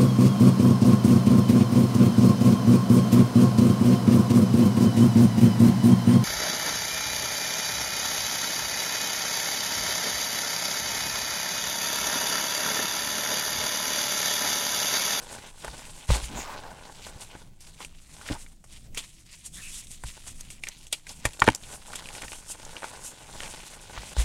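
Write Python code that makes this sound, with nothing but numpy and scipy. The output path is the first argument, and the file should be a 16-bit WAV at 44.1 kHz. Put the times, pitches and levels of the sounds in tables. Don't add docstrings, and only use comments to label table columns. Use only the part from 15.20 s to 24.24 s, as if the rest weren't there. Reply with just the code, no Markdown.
import sys
import numpy as np
from scipy import signal
from scipy.io import wavfile
from scipy.ndimage import uniform_filter1d

SR = 44100
rng = np.random.default_rng(int(sys.argv[2]) if len(sys.argv) > 2 else 0)


def put_to_file(sound):
    columns = np.atleast_2d(sound).T
    safe = np.clip(columns, -1, 1)
    whole_steps = np.round(safe * 32767)
    wavfile.write(sys.argv[1], SR, whole_steps.astype(np.int16))


N = 398663

# pitch_hz [Hz], level_db [dB]
POWDER_SPECTRUM = [(2500, -7.5), (4000, -10), (5500, -3.5), (7000, 0.5), (8700, 2), (10500, -4),
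                   (13000, -15.5), (16000, -28)]
# pitch_hz [Hz], level_db [dB]
GRIT_SPECTRUM = [(900, -8.5), (1500, -12.5), (2000, -3), (2400, -2), (2900, -1.5), (3600, -1.5),
                 (5000, -5.5), (8000, -11)]
# pitch_hz [Hz], relative level_db [dB], t60_s [s]
WALL_MODES = [(300, -4, 0.036), (450, -3.5, 0.01), (615, 17, 0.0094), (850, 12.5, 0.023), (980, 22, 0.0076),
              (1460, 15.5, 0.016)]


def handling():
    # start_s [s], powder_db [dB], grit_db [dB],
    # crumbs_db on the tub [dB relative to grit], ticks_db of breaking crumbs [dB relative to grit]
    steady_work = [(0, -55.5, -51.5, 2, -13), (.85, -50, -53, -2.5, -3), (1.1, -52.5, -51, -1, -10),
                   (1.35, -59.5, -51, 7, -30), (1.55, -59.5, -58, 11.5, -4), (1.8, -56.5, -54, 1.5, -15),
                   (2.2, -60, -57, 0.5, -7), (2.45, -60, -59, -4.5, -11), (2.8, -61.5, -63, -13, -4),
                   (3.05, -51, -53.5, 4, -12), (3.3, -61, -67.5, -7.5, -3), (3.9, -59, -61, -18, -15),
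                   (4.4, -54.5, -59.5, -29, -16), (5, -61, -62.5, -18, -3), (5.6, -55.5, -55.5, -13, -23),
                   (6.4, -53, -62.5, 2.5, 3), (6.7, -50, -55, 1, 2.5), (7.5, -51.5, -52, 3, -3),
                   (8, -54.5, -56.5, 3, -5), (8.3, -47, -50.5, -0.5, 0), (8.7, -53.5, -53, -2, -13.5),
                   (9.04, -43.5, -48.5, -5.5, -3)]
    # pitch_hz [Hz], level_db [dB]
    shake_spectrum = [(12, 24), (20, 12.5), (33, -4), (55, -4), (90, -10), (160, -9.5), (250, -18),
                      (400, -30), (800, -32)]
    shake_level_db = -41
    t = np.arange(N) / SR
    start_s, *columns = np.transpose(steady_work)
    powder_db, grit_db, crumbs_db, ticks_db = (np.interp(t, start_s, c) for c in columns)
    rubbing = effort(powder_db, column=2)
    grinding = effort(grit_db, column=3)

    powder = colour(grains(per_s=14000, spread_db=1.0, clump_db=2.5, clump_s=0.018), POWDER_SPECTRUM)
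    grit = colour(grains(per_s=2100, spread_db=0.5, clump_db=2.0, clump_s=0.013), GRIT_SPECTRUM)
    crumb_hits = grains(per_s=1200, spread_db=2.5, clump_db=3.0, clump_s=0.024)
    crumbs = signal.oaconvolve(crumb_hits, ring(WALL_MODES))[:N]
    ticks = crumb_ticks(t[:400])
    shake = colour(grains(per_s=2800, spread_db=1.5, clump_db=2.5, clump_s=0.13), shake_spectrum)

    hiss = rubbing * evened(patchy(powder, 0.75))
    tremble = amp(shake_level_db) * evened(shake)
    crackle = evened(patchy(grit, 2.13))
    patter = amp(crumbs_db) * evened(crumbs)
    breaking = amp(ticks_db) * evened(ticks)
    return hiss + tremble + grinding * (crackle + patter + breaking)


def crumb_ticks(t):
    breaks = grains(per_s=260, spread_db=1.6, clump_db=1.0, clump_s=0.06)
    size = rng.integers(0, 12, N)
    breaks = np.clip(breaks, -3, 3)
    pitched = sum(signal.oaconvolve(breaks * (size == k), chip(hz, t))[:N]
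                  for k, hz in enumerate(np.geomspace(700, 3600, 12)))
    gritty_click = amp(1) * evened(colour(breaks, GRIT_SPECTRUM))
    powdery_click = amp(-3.5) * evened(colour(breaks, POWDER_SPECTRUM))
    return evened(pitched) + gritty_click + powdery_click


def effort(steady_db, column):
    # middle_s [s], length_s [s], dip_db [dB]
    pauses = [(0.343, 0.083, -7), (0.876, 0.027, -29), (2.353, 0.22, -13), (3.414, 0.12, -10),
              (3.71, 0.07, -10), (4.046, 0.029, -9), (4.3, 0.06, -12), (5.415, 0.024, -18),
              (5.7, 0.031, -14), (5.84, 0.082, -7.5), (6.35, 0.035, -11), (6.586, 0.17, -4.5),
              (7.22, 0.45, -6.5), (8.953, 0.026, -25)]
    # start_s [s], hold_s [s], powder_db [dB], grit_db [dB]
    rubs = [(0.124, 0.032, -42.5, -47), (0.442, 0.016, -70, -46), (0.538, 0.14, -55, -51.5),
            (0.915, 0.047, -36, -33), (1.021, 0.035, -42.5, -45.5), (1.171, 0.067, -63, -43.5),
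            (1.84, 0.054, -49, -51), (2.01, 0.015, -45.5, -51.5), (2.423, 0.07, -56, -58.5),
            (2.609, 0.014, -50, -46.5), (3.067, 0.076, -51.5, -45.5), (3.203, 0.016, -47, -59),
            (3.517, 0.048, -57, -55), (3.781, 0.0069, -47, -40), (3.836, 0.021, -50, -55),
            (4.138, 0.012, -51.5, -53.5), (4.258, 0.011, -47.5, -54.5), (4.345, 0.16, -46.5, -72),
            (4.53, 0.078, -43.5, -50), (4.716, 0.015, -46.5, -54), (4.868, 0.023, -45, -51.5),
            (4.947, 0.069, -56, -55.5), (5.076, 0.0097, -41.5, -47.5), (5.185, 0.024, -51, -57),
            (5.439, 0.073, -53, -52.5), (5.887, 0.03, -50, -50), (6.054, 0.013, -50, -42.5),
            (6.242, 0.067, -62, -42), (6.504, 0.041, -41, -53.5), (6.734, 0.067, -52, -53),
            (6.941, 0.11, -48.5, -51.5), (7.096, 0.082, -46, -58.5), (7.302, 0.01, -36, -72),
            (7.64, 0.086, -49, -52), (7.843, 0.04, -40, -78), (8.194, 0.06, -71, -47),
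            (8.737, 0.097, -65, -46), (8.984, 0.07, -40, -38)]
    rise_db_per_s, fall_db_per_s = 521, 341
    step = 32
    t = np.arange(0, N, step)[:, None] / SR
    middle_s, length_s, dip_db = np.transpose(pauses)
    dips_db = (dip_db * np.exp(-(2 * (t - middle_s) / length_s) ** 4)).sum(1)
    start_s, hold_s, rub_db = np.transpose(rubs)[[0, 1, column]]
    before_db = rise_db_per_s * np.maximum(start_s - t, 0)
    after_db = fall_db_per_s * np.maximum(t - start_s - hold_s, 0)
    rubs_db = rub_db - before_db - after_db
    power = amp(steady_db[::step] + dips_db) ** 2 + (amp(rubs_db) ** 2).sum(1)
    return np.interp(np.arange(N) / SR, t[:, 0], np.sqrt(power))


def grains(per_s, spread_db, clump_db, clump_s):
    chance, size = rng.random(N), rng.exponential(1, N)
    sign, slip = rng.standard_normal(N), rng.standard_normal(N)
    width = max(int(clump_s * SR), 2)
    clumps = evened(uniform_filter1d(uniform_filter1d(slip, width), width))
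    level_db = spread_db * np.minimum(size, 5) + clump_db * clumps
    return (chance < per_s / SR) * sign * amp(level_db)


def patchy(x, patch_db):
    z = signal.stft(x, nperseg=256)[2]
    field = rng.standard_normal(z.shape)
    for _ in range(2):
        field = uniform_filter1d(field, size=6, axis=0)
        field = uniform_filter1d(field, size=14, axis=1)
    return signal.istft(z * amp(patch_db * evened(field)), nperseg=256)[1][:N]


def scrapes():
    # start_s [s], end_s [s], level_db before the fades [dB],
    # first_hz [Hz], last_hz [Hz], width_hz [Hz]
    pitched_scrapes = [(1.148, 1.248, -39.5, 6760, 6800, 600), (1.22, 1.387, -40, 870, 980, 330),
                       (1.08, 1.22, -39.5, 129, 203, 121), (1.41, 1.56, -48.5, 860, 720, 248),
                       (3.145, 3.173, -42, 885, 890, 150), (4.32, 4.415, -50.5, 3500, 3450, 400),
                       (4.358, 4.428, -49.5, 1950, 1720, 250), (4.393, 4.527, -46.5, 2650, 2450, 300),
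                       (4.515, 4.595, -48, 3440, 3800, 500)]
    out, noise = np.zeros(N), rng.standard_normal(N)
    for start_s, end_s, level_db, first_hz, last_hz, width_hz in pitched_scrapes:
        rub = noise[round(start_s * SR):round(end_s * SR)]
        hz = np.linspace(first_hz, last_hz, len(rub))
        scrape = evened(resonate(rub, hz, width_hz))
        add(out, start_s, amp(level_db) * scrape * np.hanning(len(rub)) ** 0.5)
    return out


def resonate(x, hz, width_hz):
    turn = np.exp(2j * np.pi * np.cumsum(hz) / SR)
    r = np.exp(-np.pi * width_hz / SR)
    return 2 * (turn * signal.lfilter([1 - r], [1, -r], x / turn)).real


def snaps():
    # time_s [s], level_db before the parts are mixed [dB], ring_hz [Hz],
    # splinters_db before colouring and mixing [dB], crumbling_t60_s [s]
    breaks = [(0.136, -32, 930, -37, 0.042), (0.445, -19.5, 670, -18.5, 0.037),
              (0.453, -40, 940, -40, 0.015), (0.479, -19, 905, -30, 0.034), (0.891, -27, 850, -32, 0.073),
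              (0.902, -13, 674, -38, 0.053), (1.148, -25, 730, -45, 0.038), (1.866, -27.5, 850, -26, 0.085),
              (2.15, -34, 630, -59, 0.13), (2.405, -40, 7250, -31, 0.19), (2.603, -29.5, 1050, -51, 0.13),
              (2.647, -22.5, 2630, -18, 0.024), (3.012, -32, 1480, -48, 0.054),
              (3.062, -28, 1550, -50, 0.046), (3.087, -20, 2060, -47, 0.051),
              (3.262, -34, 2050, -53, 0.021), (3.44, -39.5, 756, -31, 0.058),
              (3.746, -31.5, 2070, -19.5, 0.032), (3.773, -16.5, 2460, -12, 0.12),
              (3.775, -17.5, 6450, -33, 0.03), (4.26, -49, 6900, -17, 0.081),
              (4.669, -36, 3700, -23.5, 0.011), (4.836, -24, 920, -20.5, 0.043),
              (5.208, -25, 6640, -15.5, 0.014), (5.302, -31, 2880, -22, 0.16),
              (5.436, -19, 2800, -17, 0.019), (5.435, -22, 2150, -28, 0.037),
              (5.469, -20.5, 2280, -26, 0.067), (5.486, -17.5, 6400, -9, 0.0067),
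              (5.667, -31, 3340, -25, 0.023), (5.7262, -11, 3420, -1.5, 0.019),
              (5.7292, -10.5, 3650, -11, 0.066), (5.732, -20, 8400, -19, 0.027),
              (5.867, -27.5, 2150, -25, 0.039), (5.892, -21.5, 6200, -36, 0.049),
              (6.052, -6, 2010, -6, 0.048), (6.0522, -10, 866, -8, 0.05), (6.132, -31.5, 3380, -26, 0.077),
              (6.192, -27, 700, -38, 0.02), (6.195, -13.5, 4100, -41, 0.0061),
              (6.201, -11.5, 7000, -33, 0.0056), (6.2182, -1.5, 1040, -21, 0.026),
              (6.2192, -0.5, 1043, -17, 0.033), (6.24, -19, 920, -8.5, 0.014),
              (6.268, -16, 1730, -14, 0.008), (6.2769, -3, 870, -32, 0.022), (6.2751, -5, 1620, -15, 0.034),
              (6.286, 2.5, 935, -9, 0.0072), (6.301, -22, 3000, -14, 0.013),
              (6.348, -14.5, 6860, -10, 0.014), (6.357, -19, 7400, -43, 0.031),
              (6.435, -28, 3700, -38, 0.069), (6.7328, -24.5, 1460, -28, 0.0091),
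              (6.755, -26.5, 3330, -12, 0.049), (6.856, -26, 3000, -40, 0.046),
              (6.887, -24, 2780, -25, 0.036), (6.95, -25, 2560, -43, 0.029), (7.019, -23, 2310, -16, 0.019),
              (7.035, -24.5, 1920, -38, 0.026), (7.08, -26, 2620, -41, 0.023),
              (7.118, -26, 2580, -37, 0.18), (7.13, -29, 1450, -19, 0.015), (7.45, -24.5, 6870, -39, 0.018),
              (7.565, -24, 3050, -41, 0.028), (7.621, -23, 850, -36, 0.017), (7.63, -20.5, 676, -45, 0.025),
              (7.641, -20, 850, -32, 0.045), (8.203, -19, 2050, -36, 0.0073), (8.228, -25, 649, -35, 0.045),
              (8.26, -27.5, 2330, -26, 0.019), (8.763, -25.5, 1120, -46, 0.019),
              (8.775, -22.5, 1170, -42, 0.04)]
    piece, clicks, splinters, knocks = np.zeros((4, N))
    t = np.arange(4000) / SR
    swell_s, lead_s = 0.005, 0.0035
    noise = rng.standard_normal((len(breaks), 2, len(t)))
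    sizes = rng.uniform(-0.68, 1, (len(breaks), 3))
    crack = 1.0 * (np.arange(len(t)) == int(swell_s * SR))
    for (time_s, level_db, hz, splinters_db, t60_s), z, size in zip(breaks, noise, sizes):
        start_s = time_s - lead_s
        decay = amp(-60 * np.maximum(t - swell_s, 0) / max(t60_s, 0.004))
        fade = decay * np.minimum(t / swell_s, 1) ** 3.5
        crumbling = 0.042 * z[0] * abs(z[1]) ** 1.93 * fade
        cracking = crack + crumbling
        body = signal.oaconvolve(crack, chip(hz, t[:500]))
        rest = sum(signal.oaconvolve(crumbling * (np.arange(len(t)) % 3 == k),
                                     chip(hz * 2 ** (0.65 * octaves), t[:500]))
                   for k, octaves in enumerate(size))
        octaves_up = np.log2(hz / 800)
        add(piece, start_s, amp(level_db) * (body + rest) / abs(body).max())
        add(clicks, start_s, amp(level_db - 5.0 * octaves_up) * cracking)
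        add(splinters, start_s, amp(splinters_db) * (z[0] * fade + 0.5 * cracking))
        add(knocks, start_s, amp(level_db - 3.0 * octaves_up) * cracking)
    dry_clicks = amp(1) * colour(clicks, GRIT_SPECTRUM)
    treble = amp(-13.5) * colour(splinters, POWDER_SPECTRUM)
    return amp(-4) * piece + dry_clicks + treble + amp(-15) * knock_wall(knocks)


def chip(hz, t):
    # multiple of its lowest ring [ratio], relative level_db [dB]
    chalk_modes = [(1.0, 15.5), (1.74, 16), (2.23, 11.5), (2.74, 10.5)]
    total = 0
    for multiple, level_db in chalk_modes:
        mode_hz = multiple * hz
        level = amp(level_db) * (mode_hz < SR / 4) / np.hypot(1, (mode_hz / 2600) ** 2)
        damping = np.exp(-np.pi * (230 + 0.077 * mode_hz) * t)
        total = total + level * damping * np.sin(2 * np.pi * mode_hz * t)
    return total * (1 - np.exp(-(t * hz / 0.26) ** 2))


def drops():
    # time_s [s], level_db before click and knock are balanced [dB]
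    falling_crumbs = [(0.47, -28), (2.054, -38), (2.139, -33), (2.22, -32), (2.967, -29), (3.03, -36),
                      (4.969, -33), (4.977, -30), (6.09, -25), (6.173, -30), (6.249, -17), (6.465, -35),
                      (6.501, -30), (6.596, -39), (6.683, -34), (6.701, -27), (6.815, -35), (6.823, -28),
                      (6.949, -30), (6.965, -25), (6.983, -24), (7.019, -28), (7.119, -21), (7.301, -28),
                      (7.359, -33), (7.399, -26), (7.431, -25), (7.466, -29), (7.762, -28), (7.813, -35),
                      (7.975, -30), (8.138, -26), (8.339, -21), (8.347, -22), (8.433, -28), (8.5, -47),
                      (8.536, -35), (8.55, -37), (8.679, -41), (8.708, -31), (8.967, -15.5)]
    time_s, level_db = np.transpose(falling_crumbs)
    lean_db = 4.3 * rng.uniform(-0.49, 1, len(falling_crumbs))
    at = np.round(time_s * SR).astype(int)
    clicks, knocks = np.zeros((2, N))
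    clicks[at] = amp(level_db + lean_db)
    knocks[at] = amp(level_db - lean_db)
    return amp(7.5) * colour(clicks, GRIT_SPECTRUM) + amp(-6.5) * knock_wall(knocks)


def knock_wall(knocks):
    wall = ring(WALL_MODES)
    return signal.oaconvolve(knocks, wall / abs(wall).max())[:N]


def thumps():
    # time_s [s], peak_db [dB], hardness_db [dB per octave], push_s [s]
    floor_hits = [(0.472, -34, -22, 0.0068), (0.89, -11, 3, 0.0076), (0.903, -7.5, -5.5, 0.0036),
                  (1.021, -25.5, -4, 0.0094), (1.148, -29.5, -1, 0.0024), (2.151, -36, 8, 0.0013),
                  (3.101, -22.5, 15, 0.00035), (3.108, -22, 17, 0.00098), (3.11, -18, 10.5, 0.0036),
                  (3.772, -36.5, 38, 0.002), (4.842, -27.5, 1.5, 0.0048), (6.051, -19, 11, 0.0085),
                  (6.222, -19.5, 4.5, 0.00069), (6.2795, -2, 39, 0.00035), (6.287, -10.5, 12.5, 0.003),
                  (8.773, -29.5, 6, 0.011), (8.964, -23, -23, 0.0098), (8.981, -13.5, -10, 0.0069)]
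    # pitch_hz [Hz], relative level_db [dB], t60_s [s]
    floor_modes = [(54.7, 7.5, 0.21), (111.6, 7, 0.088), (169.5, -5, 0.082), (258.5, -12.5, 0.11),
                   (308, -4, 0.057), (460, -8.5, 0.014)]
    out = np.zeros(N)
    for time_s, peak_db, hardness_db, push_s in floor_hits:
        push = np.hanning(max(int(push_s * SR), 3))
        boom = np.convolve(ring(floor_modes, hardness_db), push)
        add(out, time_s, -amp(peak_db) * boom / abs(boom).max())
    return out


def tub_echo(x):
    t = np.arange(2000) / SR
    strength = rng.standard_normal(len(t))
    sparse = rng.random(len(t)) < 0.05
    t60_s, first_s = 0.027, 0.0015
    taps = strength * sparse * (t > first_s) * amp(-60 * t / t60_s)
    return signal.oaconvolve(x, taps / np.linalg.norm(taps))[:N]


def room_tone():
    # pitch_hz [Hz], level_db [dB]
    room_spectrum = [(150, 2), (200, -14), (330, 18), (480, -17.5), (1500, -57), (4000, -55), (8400, -47),
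                     (16000, -30)]
    return amp(-75.5) * evened(colour(rng.standard_normal(N), room_spectrum))


def ring(modes, hardness_db=0):
    t = np.arange(SR // 3) / SR
    total = 0
    for hz, level_db, t60_s in modes:
        lift_db = hardness_db * np.log2(hz / modes[0][0])
        total = total + amp(level_db + lift_db - 60 * t / t60_s) * np.sin(2 * np.pi * hz * t)
    return total


def colour(x, points):
    f, db = np.transpose(points)
    hz = abs(np.fft.fftfreq(8192, 1 / SR))
    curve_db = np.interp(np.log(hz + 1), np.log(f), db, left=db[0] - 10.0, right=db[-1] - 15.5)
    log_gain = np.log(amp(curve_db))
    taps = np.fft.ifft(np.exp(np.conj(signal.hilbert(log_gain)))).real[:4096]
    return signal.oaconvolve(x, taps)[:len(x)]


def amp(db):
    return 10 ** (np.asarray(db) / 20)


def evened(x):
    return x / np.sqrt(np.mean(x ** 2) + 1e-20)


def add(mix, start_s, sound):
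    part = mix[round(start_s * SR):][:len(sound)]
    part += sound[:len(part)]


def scene():
    cracks = snaps() + drops()
    room = room_tone()
    hands = handling() + scrapes()
    echo = amp(-11.0) * tub_echo(cracks)
    return (hands + cracks + echo + thumps() + room)[None]


def record(dry):
    low_cut_hz, edge_hz = 20.7, 15900
    thinned = signal.lfilter(*signal.butter(2, low_cut_hz, "high", fs=SR), dry)
    heard = np.clip(thinned, -1, 1)
    band_limit = signal.firwin(511, edge_hz, window=("kaiser", 9), fs=SR)
    return signal.oaconvolve(heard, band_limit[None], "same")


dry = scene()
out = record(dry)
put_to_file(out)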